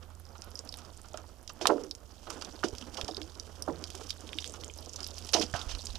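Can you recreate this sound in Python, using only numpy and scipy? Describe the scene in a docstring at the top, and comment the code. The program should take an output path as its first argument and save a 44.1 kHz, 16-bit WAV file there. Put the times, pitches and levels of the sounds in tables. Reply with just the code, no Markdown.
"""Emptying a plastic jug

A thin plastic water jug is picked up, tipped out and put down outdoors, close to a body-worn microphone.
Its walls knock under blows and crackle as creases snap through. Air pockets ring in the last water as it
sloshes in the hollow body and splashes out. Sleeves rustle, grit crunches, an engine idles some way off."""
import sys
import numpy as np
from scipy import signal
from scipy.fft import rfft, irfft, next_fast_len
from scipy.io import wavfile
from scipy.ndimage import uniform_filter1d

SR = 44100
rng = np.random.default_rng(int(sys.argv[2]) if len(sys.argv) > 2 else 0)


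def store_wav(level_fs):
    """Save 16-bit WAV to argv[1]."""
    pcm = np.round(np.clip(np.atleast_2d(level_fs), -1, 1) * 32767)
    wavfile.write(sys.argv[1], SR, pcm.T.astype(np.int16))


N = 263718
TIME = np.arange(N) / SR
# air and wall modes of the jug: (pitch [Hz], level [dB], t60 [s])
JUG_MODES = [(310, -6, 0.17), (374, -7, 0.13), (453, -1.5, 0.16), (489, -4, 0.13), (620, -2, 0.11),
             (715, -9, 0.049), (965, -11, 0.09), (1127, -7, 0.046), (1350, 1, 0.032), (1575, -7, 0.048)]


def from_db(db):
    """Decibels to gain."""
    return 10 ** (np.asarray(db) / 20)


def rms_one(x):
    """Scale to rms 1."""
    return x / np.sqrt(np.mean(x ** 2) + 1e-20)


def even(x, window_s):
    """Hold the short-term rms at 1."""
    power = uniform_filter1d(x ** 2, max(int(window_s * SR), 2))
    return x / np.sqrt(np.abs(power) + 1e-12)


def automation(rows):
    """One curve per value column, drawn through timed breakpoints."""
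    times, *columns = np.transpose(rows)
    return [np.interp(TIME, times, column) for column in columns]


def add(track, s, sound):
    """Mix a sound into a track at time s."""
    start = max(round(s * SR), 0)
    track[start:start + len(sound)] += sound[:len(track) - start]


def coloured(x, spectrum):
    """Shape a steady signal with an EQ curve, rolled off below its first point; rms 1."""
    hz, db = np.transpose(spectrum)
    size = next_fast_len(N)
    log_hz = np.log(np.maximum(np.fft.rfftfreq(size, 1 / SR), 1))
    low_cut = np.minimum(np.exp(log_hz) / hz[0], 1) ** 2
    eq = from_db(np.interp(log_hz, np.log(hz), db))
    return rms_one(irfft(rfft(x, size) * low_cut * eq, size)[..., :N])


def drift(per_s):
    """A random wander through points of spread 1."""
    knots = rng.standard_normal(2000)
    return np.interp(TIME * per_s, np.arange(len(knots)), knots)


def grains(per_s, spread_db):
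    """Random clicks of very uneven size."""
    sizes = from_db(spread_db * np.minimum(rng.exponential(1, N), 4)) * rng.choice([-1, 1], N)
    return sizes * (rng.random(N) < per_s / SR)


def swell(rise_s, t60):
    """An envelope with a linear attack and an exponential decay."""
    t = TIME[:int((rise_s + t60) * SR)]
    return np.minimum(t / rise_s, 1) * from_db(-60 * np.maximum(t - rise_s, 0) / t60)


def ring(hz, t60, rise_cycles):
    """A damped swing at one pitch."""
    envelope = swell(rise_cycles / hz, t60)
    return envelope * np.sin(2 * np.pi * hz * TIME[:len(envelope)])


def snap(hz, rise_cycles):
    """A short packet of cycles that swells smoothly and dies."""
    rise_s = max(rise_cycles, .3) / hz
    t = TIME[:int(10 * rise_s * SR)]
    envelope = (t / rise_s * np.exp(1 - t / rise_s)) ** 2
    return envelope * np.sin(2 * np.pi * min(hz, SR / 3) * t)


def pings(count, centre_hz, spread_octaves, rise_cycles, spread_db):
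    """Little rings in random bunches, each with its own pitch and size; rms 1."""
    out, duration = np.zeros(N), N / SR
    bunching_s = 0.05 * drift(per_s=11)
    for k, (when, pitch, size, length) in enumerate(rng.random((count, 4))):
        s = (k + when) / count * duration
        hz = centre_hz * 2 ** (spread_octaves * np.arcsin(2 * pitch - 1))
        ping = from_db(spread_db * size ** 2) * snap(hz, rise_cycles * (.5 + length))
        add(out, (s + bunching_s[int(s * SR)]) % duration, ping)
    return rms_one(out)


def bursts(cues, spectrum, rise_share):
    """Swells of dense tiny impacts; each attack lasts a share of its decay time."""
    crackle = even(coloured(grains(per_s=13000, spread_db=4.5), spectrum), window_s=0.004)
    level = np.zeros(N)
    for s, db, t60 in cues:
        add(level, s, from_db(db) * swell(rise_share * t60, t60))
    return crackle * level


def scatter(x, t60, low_hz, high_hz):
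    """A tail of dense short echoes, near unity gain within its band."""
    envelope = swell(0.00081, t60)
    band = signal.butter(2, [low_hz, high_hz], "band", fs=SR, output="sos")
    noise = even(signal.sosfilt(band, rng.standard_normal(SR)), window_s=0.00064)
    echoes = noise[:len(envelope)] * envelope
    band_share = 2 * (high_hz - low_hz) / SR
    return signal.fftconvolve(x, echoes * np.sqrt(band_share / np.sum(echoes ** 2)))[:N]


def wall_colour(x, dip_hz=3970, dip_mix=0.31, top_hz=14000):
    """The wall radiates poorly between its two bright resonances, and its top end is soft."""
    notched = signal.lfilter(*signal.iirnotch(dip_hz, Q=7, fs=SR), x + 1e-18)
    lowpass = signal.butter(3, top_hz, fs=SR, output="sos")
    return signal.sosfilt(lowpass, dip_mix * notched + (1 - dip_mix) * x)


def movement():
    """Arms and feet move: cloth and plastic crinkle and rub, water blips faintly, grit crunches."""
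    # moves of the body: (time [s], rustle level [dB], rubbing level [dB])
    moves = [(0.0, -71, -61.5), (0.77, -60.5, -56), (1.45, -66, -61.5), (1.73, -52.5, -51.5),
             (1.96, -68.5, -65), (2.22, -59.5, -59), (2.34, -53, -49), (2.56, -55.5, -54.5),
             (2.75, -56.5, -54.5), (3.01, -55.5, -51), (3.4, -61, -58), (3.78, -57, -53.5),
             (3.95, -52, -56.5), (4.1, -52.5, -55.5), (4.17, -59.5, -56.5), (4.44, -49, -57.5),
             (4.6, -56.5, -57), (4.76, -57.5, -59.5), (4.9, -57.5, -58.5), (4.97, -52, -55.5),
             (5.11, -52, -56.5), (5.38, -49.5, -53.5), (5.53, -54, -56), (5.65, -51.5, -55),
             (5.98, -52, -56.5)]
    # grit underfoot: (time [s], level [dB])
    footing = [(0.0, -77), (0.6, -65), (1.2, -70), (2.1, -79), (3.3, -82), (3.9, -73.5), (4.9, -65),
               (5.3, -60.5), (5.98, -83)]
    # bright rustle: (frequency [Hz], level [dB])
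    rustle_eq = [(900, -36), (2100, -11), (3100, 1), (4000, -5), (5200, 2), (6300, -0.5), (7300, -4.5),
                 (10000, -11.5), (13000, -21), (15500, -29)]
    # dull rubbing: (frequency [Hz], level [dB])
    rubbing_eq = [(120, -8.5), (220, 8), (330, 6), (600, 2.5), (900, -1.5), (1400, -3), (2000, -14.5),
                  (3500, -18), (8000, -82)]
    rustle_db, rubbing_db = automation(moves)
    grit_db, = automation(footing)
    flutter_db = 3.7 * drift(per_s=140) + 0.53 * drift(per_s=22)
    cloth = from_db(flutter_db - 3.5) * coloured(grains(per_s=7000, spread_db=4.5), rustle_eq)
    crinkles = from_db(-8) * pings(420, centre_hz=5400, spread_octaves=0.35, rise_cycles=1.6, spread_db=12)
    grit = pings(170, centre_hz=9200, spread_octaves=0.4, rise_cycles=1.1, spread_db=20)
    shiver = from_db(1) * scatter(crinkles, t60=0.007, low_hz=2650, high_hz=8300)
    judder_db = 5.8 * np.tanh(drift(per_s=40))
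    rubbing = from_db(judder_db - 3) * coloured(grains(per_s=2000, spread_db=4), rubbing_eq)
    blips = from_db(-10) * pings(380, centre_hz=850, spread_octaves=0.55, rise_cycles=1, spread_db=9)
    bright = from_db(rustle_db - 0.84) * (cloth + crinkles + shiver)
    dull = from_db(rubbing_db + 1.6) * (rubbing + blips)
    return bright + dull + from_db(grit_db + 1) * wall_colour(grit)


def engine(firing_hz=82.3):
    """A distant idle: only its lowest orders carry this far."""
    # loudness of the idle: (time [s], level [dB])
    fader = [(0.0, -55), (0.12, -52.5), (1.65, -61), (3.57, -52.5), (5.1, -52.5), (5.5, -50.5)]
    # engine orders: (multiple of the firing rate [ratio], level [dB])
    orders = [(3 / 4, -9), (0.99, 0), (2, -18.5)]
    level_db, = automation(fader)
    wavering_hz = firing_hz * (1 + 0.0019 * drift(per_s=2.68))
    phase = 2 * np.pi * np.cumsum(wavering_hz) / SR
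    hum = sum(from_db(db + 0.5 * drift(per_s=7.1)) * np.sin(k * phase) for k, db in orders)
    return from_db(level_db) * np.sqrt(2) * hum


def outdoor_air():
    """A steady bed of open air, mostly low rumble."""
    # ambience: (frequency [Hz], level [dB])
    air_eq = [(20, 3.5), (40, -1), (70, 3), (120, -7), (220, -21.5), (600, -19.5), (1400, -28.5),
              (2500, -95), (6000, -38.5), (12000, -36.5), (15000, -40)]
    return from_db(-57) * coloured(rng.standard_normal(N), air_eq)


def port_hiss():
    """Each of the two microphone ports has its own faint hiss."""
    # self-noise: (frequency [Hz], level [dB])
    hiss_eq = [(100, 7.5), (1000, -3.5), (3000, -3), (6000, -4), (12000, -8.5), (14500, -10.5)]
    return from_db(-69) * coloured(rng.standard_normal((2, N)), hiss_eq)


def scuffs():
    """Hand, sleeve and ground brush in gritty strokes."""
    # strokes: (time [s], level [dB], t60 [s])
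    strokes = [(0.025, -52.5, 0.073), (0.1, -59, 0.21), (0.353, -47.5, 0.058), (0.42, -56.5, 0.6),
               (1.043, -52, 0.12), (0.77, -55.5, 0.49), (1.141, -47, 0.088), (1.175, -53, 0.2),
               (2.269, -43.5, 0.074), (2.301, -47, 0.26), (2.417, -45, 0.1), (2.822, -51, 0.11),
               (2.976, -44, 0.11), (3.946, -46, 0.056), (4.01, -43, 0.047), (4.538, -47.5, 0.12),
               (4.985, -50, 0.18), (5.332, -43, 0.24), (5.539, -40, 0.45)]
    # midrange rasp: (frequency [Hz], level [dB])
    scuff_eq = [(300, -31), (650, 6), (1000, 5.5), (1400, 10), (1700, -8.5), (2200, -7), (3200, -4),
                (6000, -14), (12000, -45)]
    return bursts(strokes, scuff_eq, rise_share=0.017)


def sprays():
    """Splashing water, scraped plastic and crunching grit throw off short sprays of crackle."""
    # sprays: (time [s], level [dB], t60 [s])
    cues = [(0.026, -55, 0.042), (1.492, -41.5, 0.05), (1.609, -38.5, 0.12), (1.669, -23, 0.035),
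            (2.299, -41, 0.035), (2.411, -40.5, 0.035), (2.421, -36, 0.021), (2.635, -34.5, 0.098),
            (2.81, -42.5, 0.029), (2.968, -37, 0.065), (3.0795, -35.5, 0.031), (5.332, -23.5, 0.05),
            (5.3385, -25, 0.062), (5.358, -37, 0.19), (5.409, -31.5, 0.1), (5.538, -38.5, 0.051),
            (5.558, -39.5, 0.084), (5.59, -45, 0.083), (5.613, -44, 0.038), (5.682, -42, 0.19),
            (5.712, -45, 0.083), (5.749, -41.5, 0.028), (5.948, -44.5, 0.094)]
    # bright crackle: (frequency [Hz], level [dB])
    crackle_eq = [(600, -1), (1400, -7), (2100, -10), (3000, 2), (4000, -5), (5000, 2), (6100, 0),
                  (7000, -9), (9500, -17.5), (13000, -27.5), (15500, -44)]
    return bursts(cues, crackle_eq, rise_share=0.072)


def crease_snaps(crack_hz=9200, step_s=0.0014, step_loss_db=15.5):
    """A crease snaps through with a few bright cycles and a crack, then settles in weaker, uneven steps."""
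    # snaps of buckling plastic and of grit: (time [s], level [dB], pitch [Hz], attack [cycles])
    cues = [(0.253, -43.5, 5570, 1.8), (0.266, -47, 5400, 1.4), (0.289, -50, 5170, 2.8),
            (0.381, -45, 5750, 2.5), (0.42, -29, 5100, 1), (0.44, -41, 5000, 1.4), (0.516, -39, 4900, 0.88),
            (0.555, -30.5, 5230, 3.3), (0.575, -39.5, 5840, 2.4), (0.591, -26.5, 5250, 1.9),
            (0.675, -38, 4940, 0.89), (0.691, -31.5, 5260, 3.1), (0.725, -31, 4760, 1.8),
            (0.741, -27, 4300, 0.95), (0.772, -35.5, 9100, 1.5), (0.787, -34, 6000, 0.9),
            (0.85, -40, 5010, 1.3), (1.086, -39.5, 6080, 0.86), (1.1422, -37, 3830, 0.49),
            (1.1738, -27.5, 6400, 0.94), (1.477, -27, 5600, 0.92), (1.6125, -31, 3100, 1),
            (1.6245, -29.5, 5500, 1.1), (1.657, -19.5, 3420, 0.66), (1.6698, -12, 3820, 1.94),
            (1.671, -11, 6940, 1.12), (1.6712, -19.5, 10900, 1.3), (1.837, -33.5, 5800, 1.6),
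            (1.911, -23.5, 4970, 1.8), (1.951, -30.5, 5930, 0.96), (2.304, -22, 6250, 0.77),
            (2.448, -28.5, 5640, 1.3), (2.452, -34.5, 3800, 1.5), (2.685, -26.5, 5500, 0.98),
            (2.751, -30, 5050, 0.41), (2.783, -27, 5600, 0.92), (2.824, -37, 3340, 1.9),
            (2.945, -28.5, 5540, 0.77), (3.013, -18.5, 4200, 0.56), (3.046, -26.5, 5330, 0.87),
            (3.081, -29, 4900, 4.3), (3.111, -35.5, 5070, 3.8), (3.146, -31.5, 4900, 2.9),
            (3.1684, -24.5, 4240, 1.65), (3.2167, -26.5, 3840, 0.45), (3.23, -38, 5050, 2.9),
            (3.353, -37.5, 4830, 1.2), (3.398, -24.5, 5630, 1.6), (3.6232, -29.5, 9100, 2.6),
            (3.623, -24, 5550, 1.8), (3.84, -22.5, 4550, 1.03), (3.903, -26, 5400, 0.56),
            (3.952, -25.5, 6100, 0.71), (4.068, -39, 5170, 1.6), (4.096, -27.5, 5100, 1.4),
            (4.105, -18, 4720, 1.28), (4.207, -35.5, 7590, 1.3), (4.27, -41, 3550, 1.6),
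            (4.291, -32.5, 3240, 0.87), (4.3312, -26.5, 2800, 1), (4.386, -19.5, 3450, 1.3),
            (4.407, -34, 5200, 1.1), (4.424, -33, 3800, 1.2), (4.4434, -23.5, 3480, 0.44),
            (4.458, -36, 3870, 1.1), (4.476, -27.5, 6840, 1.4), (4.496, -34, 6200, 1.8),
            (4.539, -33.5, 6400, 2.9), (4.613, -35, 5340, 1.2), (4.637, -29.5, 3560, 0.63),
            (4.645, -28, 6800, 1.3), (4.68, -36.5, 6700, 2.4), (4.698, -39.5, 3140, 2.8),
            (4.738, -36.5, 6740, 2.1), (4.787, -34.5, 5050, 1.7), (4.86, -34.5, 5930, 1.5),
            (4.894, -34, 6500, 2.7), (4.934, -31.5, 6850, 1.8), (4.96, -28, 5970, 1.9),
            (4.963, -29.5, 6050, 1.8), (5.005, -26, 4770, 1.06), (5.031, -27, 5200, 1.4),
            (5.044, -24, 4940, 1.4), (5.066, -26, 5400, 1.1), (5.086, -36, 5040, 1.4),
            (5.107, -34.5, 5660, 1.5), (5.182, -26.5, 4950, 0.96), (5.224, -37, 5060, 1.6),
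            (5.248, -33, 5560, 2), (5.291, -24.5, 4660, 0.83), (5.3403, -14, 5100, 2.5),
            (5.344, -15, 4960, 2.5), (5.364, -24, 3000, 1), (5.368, -30, 5000, 2.4), (5.388, -34, 5440, 3),
            (5.397, -22, 5200, 2.8), (5.402, -31, 5500, 2.2), (5.4221, -22, 5270, 2.1),
            (5.427, -22.5, 3150, 1.4), (5.4383, -27, 5670, 1.8), (5.464, -33.5, 5070, 2),
            (5.5592, -34, 2850, 1.8), (5.5925, -32, 5000, 1.8), (5.6142, -30.5, 3600, 2.3),
            (5.7123, -30.5, 3900, 2.3), (5.7497, -30.5, 4030, 2), (5.819, -36, 5510, 2.4),
            (5.8515, -30.5, 7000, 1.2), (5.856, -25.5, 7300, 1.5), (5.869, -24, 4700, 1.24),
            (5.903, -33, 4000, 1.8), (5.955, -29.5, 3750, 2.1)]
    out = np.zeros(N)
    for (s, db, hz, cycles), steps in zip(cues, rng.random((len(cues), 3, 2))):
        add(out, s, from_db(db) * snap(hz, cycles))
        add(out, s, from_db(db - 15.5) / cycles * snap(hz=3430, rise_cycles=1.55))
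        crack_db = db - 7.5 + 4.5 * np.log2(hz / crack_hz)  # small, high creases crack more brightly
        add(out, s, from_db(crack_db) * snap(crack_hz, rise_cycles=1.1))
        for k, (wait, pitch) in enumerate(steps):
            step = snap(hz * 2 ** (0.9 * (pitch - .5)), cycles)
            add(out, s + step_s * (k + 0.35 + wait), from_db(db - 4 - step_loss_db * k) * step)
    return wall_colour(out + from_db(-9) * scatter(out, t60=0.051, low_hz=2580, high_hz=11900))


def knocks(ring_cycles=12.2, light_blow_db=-27.5, db_per_halving=41, overtone_ratio=2.1):
    """The wall swings with one overtone and the jug shudders after it; harder blows dent and die sooner."""
    # blows from the hand, the ground or the water inside: (time [s], level [dB], pitch [Hz])
    blows = [(1.1437, -30, 620), (1.1745, -40, 1410), (1.192, -43.5, 600), (1.2413, -45, 900),
             (1.501, -36, 1190), (1.612, -28, 676), (1.6553, -12, 1140), (1.656, -21, 760),
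             (1.689, -23, 440), (1.693, -25, 428), (1.696, -22, 620), (1.7, -19, 980), (1.705, -22.5, 1310),
             (1.721, -21.5, 442), (1.757, -31, 360), (1.761, -28, 470), (1.781, -39, 1320),
             (1.808, -36, 420), (2.303, -33.5, 1210), (2.632, -28, 1220), (2.6363, -18.5, 1410),
             (2.639, -29, 700), (2.643, -19, 353), (2.729, -37.5, 397), (3.031, -40, 440),
             (3.085, -34, 813), (3.6784, -23.5, 596), (3.687, -25.5, 317), (3.698, -30.5, 930),
             (3.702, -29, 317), (3.72, -40.5, 160), (3.774, -45, 167), (3.826, -42, 340), (4.237, -45, 500),
             (4.289, -48, 444), (4.459, -49, 446), (5.338, -29, 564), (5.349, -21, 440),
             (5.358, -26.5, 676), (5.368, -24, 920), (5.383, -30, 570), (5.395, -24.5, 322),
             (5.405, -24, 340), (5.433, -33, 653), (5.436, -33, 234), (5.5387, -23.5, 1620),
             (5.5395, -30, 640), (5.55, -23.5, 740)]
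    out = np.zeros(N)
    for s, db, hz in blows:
        t60 = ring_cycles / hz * 2 ** ((light_blow_db - db) / db_per_halving)
        add(out, s, from_db(db) * ring(hz, t60, rise_cycles=0.77))
        add(out, s, from_db(db - 14) * ring(hz * overtone_ratio, t60, rise_cycles=0.7))
    return out + from_db(-5) * scatter(out, t60=0.069, low_hz=238, high_hz=1660)


def hollow_body(x):
    """The jug resonates in its air and wall modes."""
    out = np.zeros(N)
    for hz, db, t60 in JUG_MODES:
        radius = from_db(-60 / (t60 * SR))
        poles = [1, -2 * radius * np.cos(2 * np.pi * hz / SR), radius ** 2]
        gain = (1 - radius ** 2) / 2  # unity at the peak
        out += from_db(db) * signal.lfilter([gain, 0, -gain], poles, x + 1e-18)
    return out


def sloshes(pockets=300, ring_cycles=15.7, spread_octaves=0.684, sink_s=0.032, settled_hz=391):
    """Each slosh is a cloud of air pockets: small ones ring first, large ones follow."""
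    # water thrown about inside: (time [s], level [dB], starting pitch [Hz], t60 [s])
    cues = [(1.611, -39.5, 544, 0.26), (1.655, -36.5, 1010, 0.67), (1.691, -23.5, 625, 0.3),
            (2.268, -49.5, 720, 0.79), (2.642, -37.5, 463, 0.21), (2.978, -39.5, 790, 0.15),
            (3.081, -39.5, 640, 0.12), (3.171, -50, 403, 0.39), (4.449, -53.5, 480, 0.88),
            (4.57, -52, 670, 0.48), (4.675, -49.5, 625, 0.12), (4.78, -54, 890, 0.54),
            (4.865, -47.5, 647, 0.1), (3.674, -34.5, 824, 0.29), (5.345, -29, 526, 0.18),
            (5.369, -31.5, 580, 0.15), (5.417, -39, 477, 0.09)]
    settled_spread = 0.54  # share of the pitch spread left once the water settles
    out = np.zeros(N)
    for s, db, first_hz, t60 in cues:
        envelope = swell(0.0088, t60)
        cloud = np.zeros(SR)
        births = rng.random(pockets) ** 2 / 2
        pitches, strengths = rng.standard_normal((2, pockets))
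        for born, pitch, strength in zip(births, pitches, strengths):
            fresh = np.exp(-born / sink_s)
            centre_hz = settled_hz + (first_hz - settled_hz) * fresh
            octaves = spread_octaves * (settled_spread + (1 - settled_spread) * fresh)
            hz = centre_hz * 2 ** (octaves * 2 * np.tanh(pitch / 2))
            add(cloud, born, strength * ring(hz, ring_cycles / hz, rise_cycles=0.51))
        add(out, s, from_db(db) * even(cloud, window_s=0.0039)[:len(envelope)] * envelope)
    return signal.sosfilt(signal.butter(2, [220, 1600], "band", fs=SR, output="sos"), out)


def glugs_and_hum():
    """Short dying tones: rising glugs of water, and the jug's near-steady hum after the big slosh."""
    # dying tones: (time [s], level [dB], starting pitch [Hz], t60 [s], glide [octaves/s])
    tones = [(1.615, -38.5, 345, 0.19, 3), (1.76, -32, 284, 0.13, 1), (1.8, -40.5, 450, 0.1, 1),
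             (1.836, -40.5, 376, 0.14, 0), (1.868, -44.5, 291, 0.17, 1), (2.655, -37, 318, 0.19, 7.5),
             (2.825, -39.5, 233, 0.12, 2), (3.089, -33.5, 740, 0.055, 2.5), (3.108, -38, 308, 0.087, 3.5),
             (3.176, -41, 388, 0.064, 2.5), (3.205, -42, 300.3, 0.25, 3), (3.945, -44, 360, 0.11, 5),
             (4.012, -41, 420, 0.054, 6), (4.237, -40, 310, 0.025, 6.5), (4.352, -40, 296, 0.062, 7),
             (4.495, -45.5, 586, 0.045, 5.7)]
    out = np.zeros(N)
    for s, db, first_hz, t60, octaves_per_s in tones:
        envelope = swell(1.4 / first_hz, t60)
        hz = first_hz * 2 ** (octaves_per_s * TIME[:len(envelope)])
        add(out, s, from_db(db) * envelope * np.sin(2 * np.pi * np.cumsum(hz) / SR))
    return out + from_db(-8) * scatter(out, t60=0.081, low_hz=239, high_hz=1180)


def boom(at_s=1.688, rise_s=0.0092, db_per_octave=-4):
    """Held free, the jug booms after a soft, heavy jolt: its modes ring twice as long, low ones favoured."""
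    out = np.zeros(N)
    lowest_hz = JUG_MODES[0][0]
    for hz, db, t60 in JUG_MODES:
        tilt_db = db_per_octave * np.log2(hz / lowest_hz)
        add(out, at_s, from_db(db + tilt_db - 29) * ring(hz, 2 * t60, rise_cycles=rise_s * hz))
    return out


def mount_thumps(reference_hz=50, reference_t60=0.097):
    """Dull jolts reach the microphone through its mount; damping grows with the square of the pitch."""
    # jolts: (time [s], level [dB], pitch [Hz])
    jolts = [(2.731, -32.5, 67), (3.034, -33, 66), (5.538, -26, 90), (5.665, -32.5, 37.8),
             (5.736, -29.5, 43.3), (5.893, -33.5, 44.6), (5.944, -37.5, 48)]
    out = np.zeros(N)
    for s, db, hz in jolts:
        t60 = reference_t60 * (reference_hz / hz) ** 2
        add(out, s, from_db(db) * ring(hz, t60, rise_cycles=0.28))
    return out


def scene():
    """The direct sound sits far to the right; each port has its own hiss and echoes of nearby surfaces."""
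    inside = knocks() + sloshes()
    body = from_db(-1.5) * inside + from_db(-0.5) * hollow_body(inside)
    jug = body + boom() + glugs_and_hum() + crease_snaps()
    near = jug + sprays() + scuffs() + movement()
    far = engine() + outdoor_air()
    direct = near + far + mount_thumps()
    echoes = np.array([scatter(near, t60=0.084, low_hz=1260, high_hz=13900) for port in range(2)])
    return from_db([[-11], [4.7]]) * direct + from_db([[-14], [-18]]) * echoes + port_hiss()


def record(dry):
    """A steep low-pass cuts off the very top."""
    cutoff_hz = 15200
    return signal.sosfilt(signal.ellip(10, .2, 90, cutoff_hz, fs=SR, output="sos"), dry)


dry = scene()
out = record(dry)
store_wav(out)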